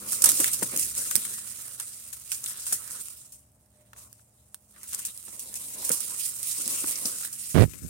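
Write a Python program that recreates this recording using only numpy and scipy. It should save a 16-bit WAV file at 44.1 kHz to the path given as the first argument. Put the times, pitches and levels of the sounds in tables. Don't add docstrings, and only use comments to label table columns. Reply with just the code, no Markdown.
import sys
import numpy as np
from scipy import signal
from scipy.fft import rfft, irfft, next_fast_len
from scipy.io import wavfile
from scipy.ndimage import uniform_filter1d

SR = 44100
rng = np.random.default_rng(int(sys.argv[2]) if len(sys.argv) > 2 else 0)


def generate_wav(signal):
    frames = np.transpose(np.atleast_2d(signal))
    scaled = np.clip(frames, -1, 1) * 32767
    pcm = np.round(scaled).astype(np.int16)
    wavfile.write(sys.argv[1], SR, pcm)


N = 348075
TIME = np.arange(N) / SR


def undb(db):
    return 10 ** (np.asarray(db) / 20)


def unit(x):
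    return x / np.sqrt(np.mean(x ** 2))


def curves(table):
    s, *columns = np.transpose(table)
    return [np.interp(TIME, s, column) for column in columns]


def sides(pan_db):
    gains = undb(np.array([pan_db, -pan_db]).reshape(2, -1) / 2)
    return gains / np.sqrt(np.mean(gains ** 2, axis=0))


def walk(rate_hz):
    k = int(SR / rate_hz)
    held = np.repeat(rng.standard_normal(N // k + 1), k)
    smooth = uniform_filter1d(uniform_filter1d(held, k), k)
    return unit(smooth[:N])


def jumps(rate_hz):
    return rng.standard_normal(N)[np.cumsum(rng.random(N) < rate_hz / SR)]


def colour(x, points, size=4096):
    hz, db = np.transpose(points)
    bin_hz = np.fft.rfftfreq(size, 1 / SR) + 1
    log_gain = np.log(undb(np.interp(np.log(bin_hz), np.log(hz), db)))
    cepstrum = irfft(log_gain)
    cepstrum[1:size // 2] *= 2
    cepstrum[size // 2 + 1:] = 0
    response = irfft(np.exp(rfft(cepstrum)))
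    response /= np.linalg.norm(response)
    return signal.fftconvolve(x, response[None], axes=1)[:, :N]


def add(track, s, sound):
    start = int(s * SR)
    track[:, start:start + sound.shape[1]] += sound[:, :N - start]


def clicks(length, rate_hz, spread_db, lag_s=.00012):
    fired = rng.random(length) < rate_hz / SR
    strength = np.minimum(rng.exponential(size=length), 6)
    left = fired * rng.choice([-1, 1], length) * undb(spread_db * strength)
    lag = np.round(lag_s * SR * (1 + 2 * rng.standard_normal(length))).astype(int)
    arrival = np.arange(length) + lag
    right = np.bincount(arrival % length, left, length)
    return unit(np.array([left, right]))


def splinters(fade, rate_hz):
    return unit(clicks(len(fade), rate_hz, spread_db=3) * fade) * np.sqrt(np.mean(fade ** 2))


def strokes(s, length_s, attack_s, release_s):
    envelopes = []
    for start_s, held_s in zip(s, length_s):
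        rise = np.clip((TIME - start_s) / attack_s, 0, 1)
        fall = np.exp(-np.clip((TIME - start_s - held_s) / release_s, 0, 20))
        envelopes.append(rise * fall)
    return np.array(envelopes)


def together(steady, gains, envelopes):
    return np.sqrt(steady ** 2 + gains ** 2 @ envelopes ** 2)


def effort():
    # time_s, effort_db
    bouts = [
        [(0.0, -44), (0.15, -39), (0.27, -34.5), (1.22, -38), (1.38, -40.5), (2.19, -46.5), (2.62, -40.5),
         (3.14, -45.5), (3.5, -69.5)],
        [(4.68, -65), (4.84, -50.5), (4.99, -47.5), (5.45, -44), (6.12, -36.5), (6.25, -41), (6.8, -33),
         (7.37, -40.5), (7.5, -36.5)],
    ]
    return curves(np.vstack(bouts))[0] + np.where(TIME > 7.28, -5, 0)


def rubbed(x, hz, width_hz=330):
    turn = np.exp(2j * np.pi * np.cumsum(hz) / SR)
    pole = np.exp(-np.pi * width_hz / SR)
    ring = signal.lfilter([1], [1, -pole], x / turn) * turn
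    return np.sqrt(2 * (1 - pole ** 2)) * ring.imag


def rustle(sway_db=2.0, swish_db=1.5, stem_db=-4.5, litter_db=-3.5, rub_db=-3.0, wander=0.095):
    # start_s, length_s, relative level_db, pan_db (left minus right)
    swishes = [(0.073, 0.088, -33, -3), (0.237, .22, -31.5, -2), (0.764, 0.077, -32, -2),
               (0.949, .28, -39, 2.5), (1.358, .04, -41.5, 2), (1.594, 0.057, -46.5, 1),
               (2.288, 0.058, -39.5, -1), (2.435, 0.063, -40, 3), (2.586, 0.12, -40.5, 2),
               (2.94, 0.13, -47.5, 0), (3.954, 0.1, -55, 1), (4.054, .17, -66.5, 5),
               (4.856, 0.17, -45.5, 0), (5.772, 0.26, -42.5, -3), (6.167, 0.098, -34, -5),
               (6.446, 0.079, -35, -5), (6.54, 0.33, -38.5, -1), (6.844, 0.067, -39, -3),
               (7.13, .12, -40.5, 0.5), (7.363, 0.16, -43, -2)]
    # start_s, length_s, stem_db, litter_db, rubbed_stalk_db, rubbed_stalk_hz
    treads = [(0, 0.36, -60, -52.5, -52, 1320), (0.23, 0.057, -36, -43, -37.5, 1140),
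              (0.364, .1, -44, -50, -55, 1470), (.59, 0.088, -61, -46.5, -57, 970),
              (0.709, 0.046, -46, -45, -50, 1700), (0.957, 0.24, -71, -56.5, -55, 1690),
              (1.21, 0.25, -60, -61, -56.5, 1650), (1.584, 0.244, -63, -75, -59.5, 1640),
              (2.43, 0.445, -62, -82, -54.5, 1670), (2.881, 0.11, -56.5, -60, -53, 1640),
              (3.698, 0.24, -76, -74.5, -76, 770), (3.937, 0.13, -71, -75, -62, 1066),
              (4.726, 0.12, -63.5, -73, -64.5, 1350), (4.913, 0.18, -53, -64, -71, 1570),
              (5.267, 0.5, -80, -62.5, -62, 880), (5.748, 0.23, -52, -56, -51, 945),
              (5.97, 0.2, -61, -58.5, -69, 1520), (6.568, 0.5, -59, -53, -58, 1240),
              (7.002, 0.16, -57, -55.5, -53, 1220), (7.195, 0.033, -68, -68, -52, 1660)]
    push_db = effort()
    flurry = undb(1.48 * walk(90) + 0.67 * walk(350))

    s, length_s, db, pan_db = np.transpose(swishes)
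    swish = strokes(s, length_s, attack_s=0.022, release_s=.025)
    steady_leaf = undb(push_db - 2) * sides(-1 + sway_db * walk(8))
    leaf_gain = together(steady_leaf, undb(db + swish_db) * sides(pan_db), swish)

    s, length_s, stems_db, litters_db, stalks_db, stalks_hz = np.transpose(treads)
    tread = strokes(s, length_s, attack_s=0.015, release_s=0.024)
    bending = undb(push_db - 17.5)
    litter_gain = together(undb(push_db - 24), undb(litters_db), tread)
    scrape_gain = together(bending * undb(-4.5), undb(stalks_db), tread)
    stem_gain = together(bending, undb(stems_db), tread)
    pitch_hz = np.interp(TIME, s + length_s / 2, stalks_hz) * np.exp(wander * jumps(60))

    stems = clicks(N, rate_hz=1600, spread_db=2.0) * flurry
    leaves = clicks(N, rate_hz=4000, spread_db=0.48) * flurry * leaf_gain
    litter = clicks(N, rate_hz=2700, spread_db=3.0) * flurry * litter_gain
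    scrape = rubbed(stems * scrape_gain, pitch_hz)
    return leaves, stems * stem_gain * undb(stem_db), litter * undb(litter_db), scrape * undb(rub_db)


def shifting(x, spread_db, rate_hz, count=14):
    size = next_fast_len(N)
    spectrum, out = rfft(x, size), 0
    log_hz = np.log(np.linspace(1, SR / 2, spectrum.shape[1]))
    place = np.interp(log_hz, np.log([400, 15000]), [0, count - 1])
    for k in range(count):
        weight = np.maximum(1 - abs(place - k), 0)
        band = irfft(spectrum * weight, size)[:, :N]
        out = out + band * undb(spread_db * walk(rate_hz * rng.uniform(.7, 1.3)))
    return out


def tone(hz, drift):
    return unit(np.sin(2 * np.pi * np.cumsum(hz * (1 + drift * walk(22))) / SR))


def distance(waver_db=3, drift=0.023, whine_drift=0.0052, apart_hz=900, hum_db=-3, whine_waver_db=2.4):
    # pitch_hz, relative level_db
    far_colour = [(25, -21), (45, -18), (66, 2.5), (100, -1.5), (150, -9), (250, -14.5), (400, -20),
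                  (650, -17), (1200, -27.5), (4000, -41.5), (15000, -37)]
    # time_s, relative level_db
    drone_level = [(0.0, -55), (0.56, -52.5), (1.42, -60), (4.74, -67.5), (7.03, -61.5), (7.4, -58.5)]
    # pitch_hz, relative level_db
    partials = [(68, -10), (115, -3.5), (136, -10), (208, -5.5), (275, -15.5)]
    # centre_s, half_width_s, rise_db
    swell_s, width_s, rise_db = (3.86, .15, 11.5)
    mid, side = colour(rng.standard_normal((2, N)), far_colour)
    side = signal.sosfilt(signal.butter(1, apart_hz, "high", fs=SR, output="sos"), side)
    rumble = (mid + side * np.array([[1], [-1]])) * undb(-65.5 + 0.46 * walk(4.4))
    drone_db = curves(drone_level)[0] + hum_db
    drone = sum(tone(hz, drift) * undb(drone_db + db + waver_db * walk(5.1)) for hz, db in partials)
    whine_db = -82.5 + rise_db / (1 + ((TIME - swell_s) / width_s) ** 4)
    whine = tone(606, whine_drift) * undb(whine_db + whine_waver_db * walk(19))
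    return rumble + drone + whine


def strays(per_s=40, fade_s=0.00061, stem_db=-13):
    t = TIME[:SR // 30]
    burst = splinters(np.exp(-t / fade_s), rate_hz=7000)
    snaps = signal.fftconvolve(clicks(N, per_s, spread_db=2.5), burst, axes=1)[:, :N]
    snaps = unit(snaps) * undb(effort() - 10.5)
    return snaps, snaps * undb(stem_db)


def breaks(crack_s=0.00077, crack_db=-3.0, crunch_db=-9, first_s=0.0013, first_db=3, rise_s=.0012, sharpness=.9):
    # start_s, level_db, pan_db (left minus right), stem_db
    cracks = [(.318, -6, -4.5, -20.5), (0.4433, -3.5, 5, -9), (.775, -9, 9, -27), (.796, -8.5, -15, -28),
              (1.155, 1, -13, -20.5), (1.163, -4.5, -25, -29), (2.4412, -18.5, 2, -27),
              (2.4603, -19, -1, -19), (3.0844, -26, 8, -9), (3.6614, -52, -5, -21), (3.933, -38, 3, -6),
              (4.1286, -31.5, -5, -16), (4.5446, -23.5, -1.5, -9), (4.9472, -12, 5, -19),
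              (5.176, -23.5, -5, -23), (5.5412, -19.5, -1, -25), (5.85, -19, -1, -20), (5.893, -9, -6, -16),
              (6.43, -19, -11, -35), (6.678, -11.5, -7, -22)]
    # start_s, level_db, pan_db (left minus right), stem_db, fade_s
    crunches = [(0.1202, -16, -2, -16, 0.023), (.22, -4, -6, -25, 0.0042), (.2398, 3, -7.5, -19.5, 0.0065),
                (0.2568, -1.5, -1, -18, .008), (0.2886, -5, -3, -20, 0.013), (0.4, -7.5, -2, -13, 0.0094),
                (.4775, -14, -4, -13, 0.0088), (.5325, -13, -3.5, -21, 0.014),
                (0.628, -13.5, 7, -22, 0.012), (0.7614, -13, 1, -27, 0.0069), (.977, -14.5, -1, -21, .0085),
                (1.109, -14.5, 7, -11, 0.0067), (1.25, -19.5, 12, -8.5, 0.0085), (1.3378, -24, 3, -23, .01),
                (1.7982, -19.5, -4, -8.5, 0.01), (2.128, -23.5, 31, -13, 0.012),
                (2.317, -17.5, -7, -12.5, 0.02), (2.665, -23, -1, -15, 0.029),
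                (2.7235, -12, 1, -20.5, 0.022), (2.9043, -28, -0.5, -21, 0.064),
                (3.3208, -35.5, 3, -21.5, 0.034), (3.9766, -41.5, 0, -10, .036),
                (4.831, -31.5, -3, -10, 0.02), (4.93, -23, 1.5, -9, 0.011), (4.988, -22, 4, -12, 0.011),
                (5.05, -18, 0.5, -24, 0.019), (5.393, -23.5, -1, -30, 0.016), (5.554, -24, 1, -26, 0.024),
                (5.847, -22, 0, -26, 0.041), (5.915, -12.5, -5, -21, 0.033),
                (6.0038, -18, -14, -22, 0.0094), (6.4282, -24, -4, -32, 0.035),
                (7.055, -19.5, 1, -29, 0.036), (7.327, -24.5, -1, -19, 0.021)]
    edge, stems = strays()
    t = TIME[:SR // 6]
    for s, db, pan_db, stem_db in cracks:
        burst = splinters(np.exp(-t / crack_s), rate_hz=33000) * undb(db + crack_db)
        sharp = burst - min(sharpness * undb(db), 1) * np.roll(burst, 1, axis=1)
        add(edge, s, sharp * sides(pan_db))
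        add(stems, s, burst * undb(stem_db))
    for s, db, pan_db, stem_db, fade_s in crunches:
        fade = np.exp(-t / fade_s) + undb(first_db) * np.exp(-t / first_s)
        fade = fade * (1 - np.exp(-t / rise_s))
        burst = splinters(fade, rate_hz=7000) * undb(db + crunch_db)
        add(edge, s, burst * sides(pan_db))
        add(stems, s, burst * undb(stem_db))
    return edge, stems


def thuds(thud_db=-7, rise_s=0.0014):
    # start_s, relative level_db, fade_s
    blows = [(.291, -39, 0.076), (.394, -24.5, 0.021), (.621, -19.5, 0.0077), (.732, -33.5, 0.055),
             (.986, -27.5, 0.0072), (1.153, -35, 0.026), (2.722, -37.5, .01), (5.28, -44, .013),
             (5.79, -41.5, 0.028), (5.901, -20, 0.0094), (6.659, -36.5, 0.032), (6.838, -26, 0.0057),
             (7.051, -23.5, .01), (7.736, -34, 0.016)]
    out, t = np.zeros((2, N)), TIME[:SR // 4]
    for s, db, fade_s in blows:
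        fade = np.exp(-t / fade_s) * (1 - np.exp(-t / rise_s))
        add(out, s, clicks(len(t), rate_hz=2500, spread_db=-1) * fade * undb(db + thud_db))
    return out


def knocks(knock_db=-5, width_hz=520, rattle_s=0.0033):
    # start_s, relative peak level_db, pitch_hz
    stalk_knocks = [(.443, -16.5, 1970), (.624, -17, 806), (.628, -20.5, 1460), (1.112, -20, 1590),
                    (1.381, -31, 1260), (2.318, -19.5, 2660), (2.463, -20.5, 3440), (2.724, -24, 1470),
                    (2.727, -25, 520), (3.932, -32.5, 1355), (3.963, -39, 1060), (4.194, -46.5, 1400),
                    (4.544, -45.5, 1280), (4.762, -40.5, 1470), (4.94, -32, 1700), (5.28, -34, 650),
                    (5.827, -30, 910), (5.903, -22, 1500), (5.908, -22.5, 370), (6.842, -25, 1100),
                    (6.956, -19, 5900), (7.055, -11, 5450), (7.232, -30.5, 1630), (7.249, -27.5, 1540),
                    (7.735, -28.5, 2220)]
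    out, t = np.zeros((2, N)), TIME[:SR // 20]
    for s, db, hz in stalk_knocks:
        contact = rng.standard_normal((2, len(t))) * np.exp(-t / rattle_s)
        ring = signal.lfilter(*signal.iirpeak(hz, hz / width_hz, fs=SR), contact)
        add(out, s, ring / abs(ring).max() * undb(db + knock_db))
    return out


def thicket(x, t60_s=0.064, wet_db=-7):
    t = TIME[:SR // 5]
    tail = rng.standard_normal((2, len(t))) * np.exp(-np.log(1000) * t / t60_s)
    tail /= np.linalg.norm(tail, axis=1, keepdims=True)
    return x + undb(wet_db) * signal.fftconvolve(x, tail, axes=1)[:, :N]


def ports(x):
    # pitch_hz, width_hz, level_db
    cavities = [(7760, 1580, 5), (8880, 1700, 7.5)]
    heard = []
    for ear, (hz, width_hz, db) in zip(x, cavities):
        ring = signal.lfilter(*signal.iirpeak(hz, hz / width_hz, fs=SR), ear)
        heard.append(ear + undb(db) * ring)
    return np.array(heard)


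def sealed():
    closing = (7.642, 7.662)
    return np.interp(TIME, closing, [0, 1])


def finger(grit_db=0, even_s=0.0284, press_db=5, soft_hz=2000, slowest_hz=70):
    # time_s, relative level_db
    press = [(7.542, -18), (7.552, -18), (7.614, -11), (7.638, -17), (7.662, -29.5), (7.696, -49),
             (7.804, -54), (7.842, -33.5), (7.89, -49.5)]
    # pitch_hz, relative level_db
    skin_colour = [(30, -30), (55, -4), (90, 2.5), (170, -2), (340, -10.5), (590, -15), (1000, -26.5),
                   (2000, -27.5), (8000, -43.5), (14000, -47)]
    since_s = TIME - press[0][0]
    touching = np.clip(since_s / .008, 0, 1)
    start_hz, slowing_s = 148.4, .15
    slip_hz = np.maximum(start_hz * np.exp(-np.maximum(since_s, 0) / slowing_s), slowest_hz)
    turns = np.cumsum(touching * slip_hz * np.exp(.55 * walk(220))) / SR
    slips = np.diff(np.floor(turns), prepend=0) * np.sqrt(SR / slip_hz)
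    slips = signal.sosfilt(signal.butter(1, soft_hz, fs=SR, output="sos"), slips)
    grit = unit(rng.standard_normal(N) * np.exp(-(turns % 1)))
    pressure = colour((undb(grit_db) * grit - slips)[None], skin_colour)[0]
    pressure /= np.sqrt(uniform_filter1d(pressure ** 2, int(even_s * SR)))
    dull = signal.sosfilt(signal.butter(3, 330, fs=SR, output="sos"), pressure)
    closed = sealed()
    heard = (1 - closed) * pressure + closed * dull
    right_only = np.array([[0], [1]])
    return heard * undb(curves(press)[0] + press_db) * touching * right_only


def scene():
    # pitch_hz, relative level_db
    leaf_colour = [(1000, -34), (2500, -9.5), (4200, -8.5), (5500, -2.5), (7500, -2.5), (9500, 1),
                   (11500, -1), (14000, -1.5), (16000, -3.5)]
    stem_colour = [(200, -12.5), (600, -14), (1100, -2), (1700, 2), (2600, 0), (4000, 2.5), (7000, -24.5),
                   (14000, -28.5)]
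    litter_colour = [(60, -24), (160, -1), (280, -1), (400, -1), (560, -4), (900, -15), (1600, -11.5),
                     (4000, -28)]
    blow_colour = [(40, -24), (110, -7.5), (190, 2), (380, -1), (600, -8), (1000, -17), (1800, -19.5),
                   (4000, -31)]
    leaves, stems, litter, scrape = rustle()
    edge, broken_stems = breaks()
    bright = shifting(colour(leaves, leaf_colour), spread_db=1.62, rate_hz=51) * undb(-1.0)
    woody = shifting(colour(stems, stem_colour), spread_db=5.0, rate_hz=29) + scrape
    ground = (colour(litter, litter_colour) + colour(thuds(), blow_colour)) * sides(pan_db=-2.0)
    snapping = colour(edge, leaf_colour) * undb(-1) + colour(broken_stems, stem_colour) + knocks()
    reeds = thicket(bright + woody + ground, wet_db=-5.0) + thicket(snapping, wet_db=-9.5)
    open_ports = undb(-37 * sealed() * np.array([[0], [1]]))
    return (ports(reeds) + distance()) * open_ports + finger()


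def record(dry, low_hz=50, top_hz=15850, lopsided=0.15):
    driven = np.tanh(dry)
    driven = driven + lopsided * driven ** 4
    thinned = signal.sosfilt(signal.butter(6, low_hz, "high", fs=SR, output="sos"), driven)
    return signal.sosfilt(signal.ellip(10, .2, 70, top_hz, fs=SR, output="sos"), thinned)


dry = scene()
out = record(dry)
generate_wav(out)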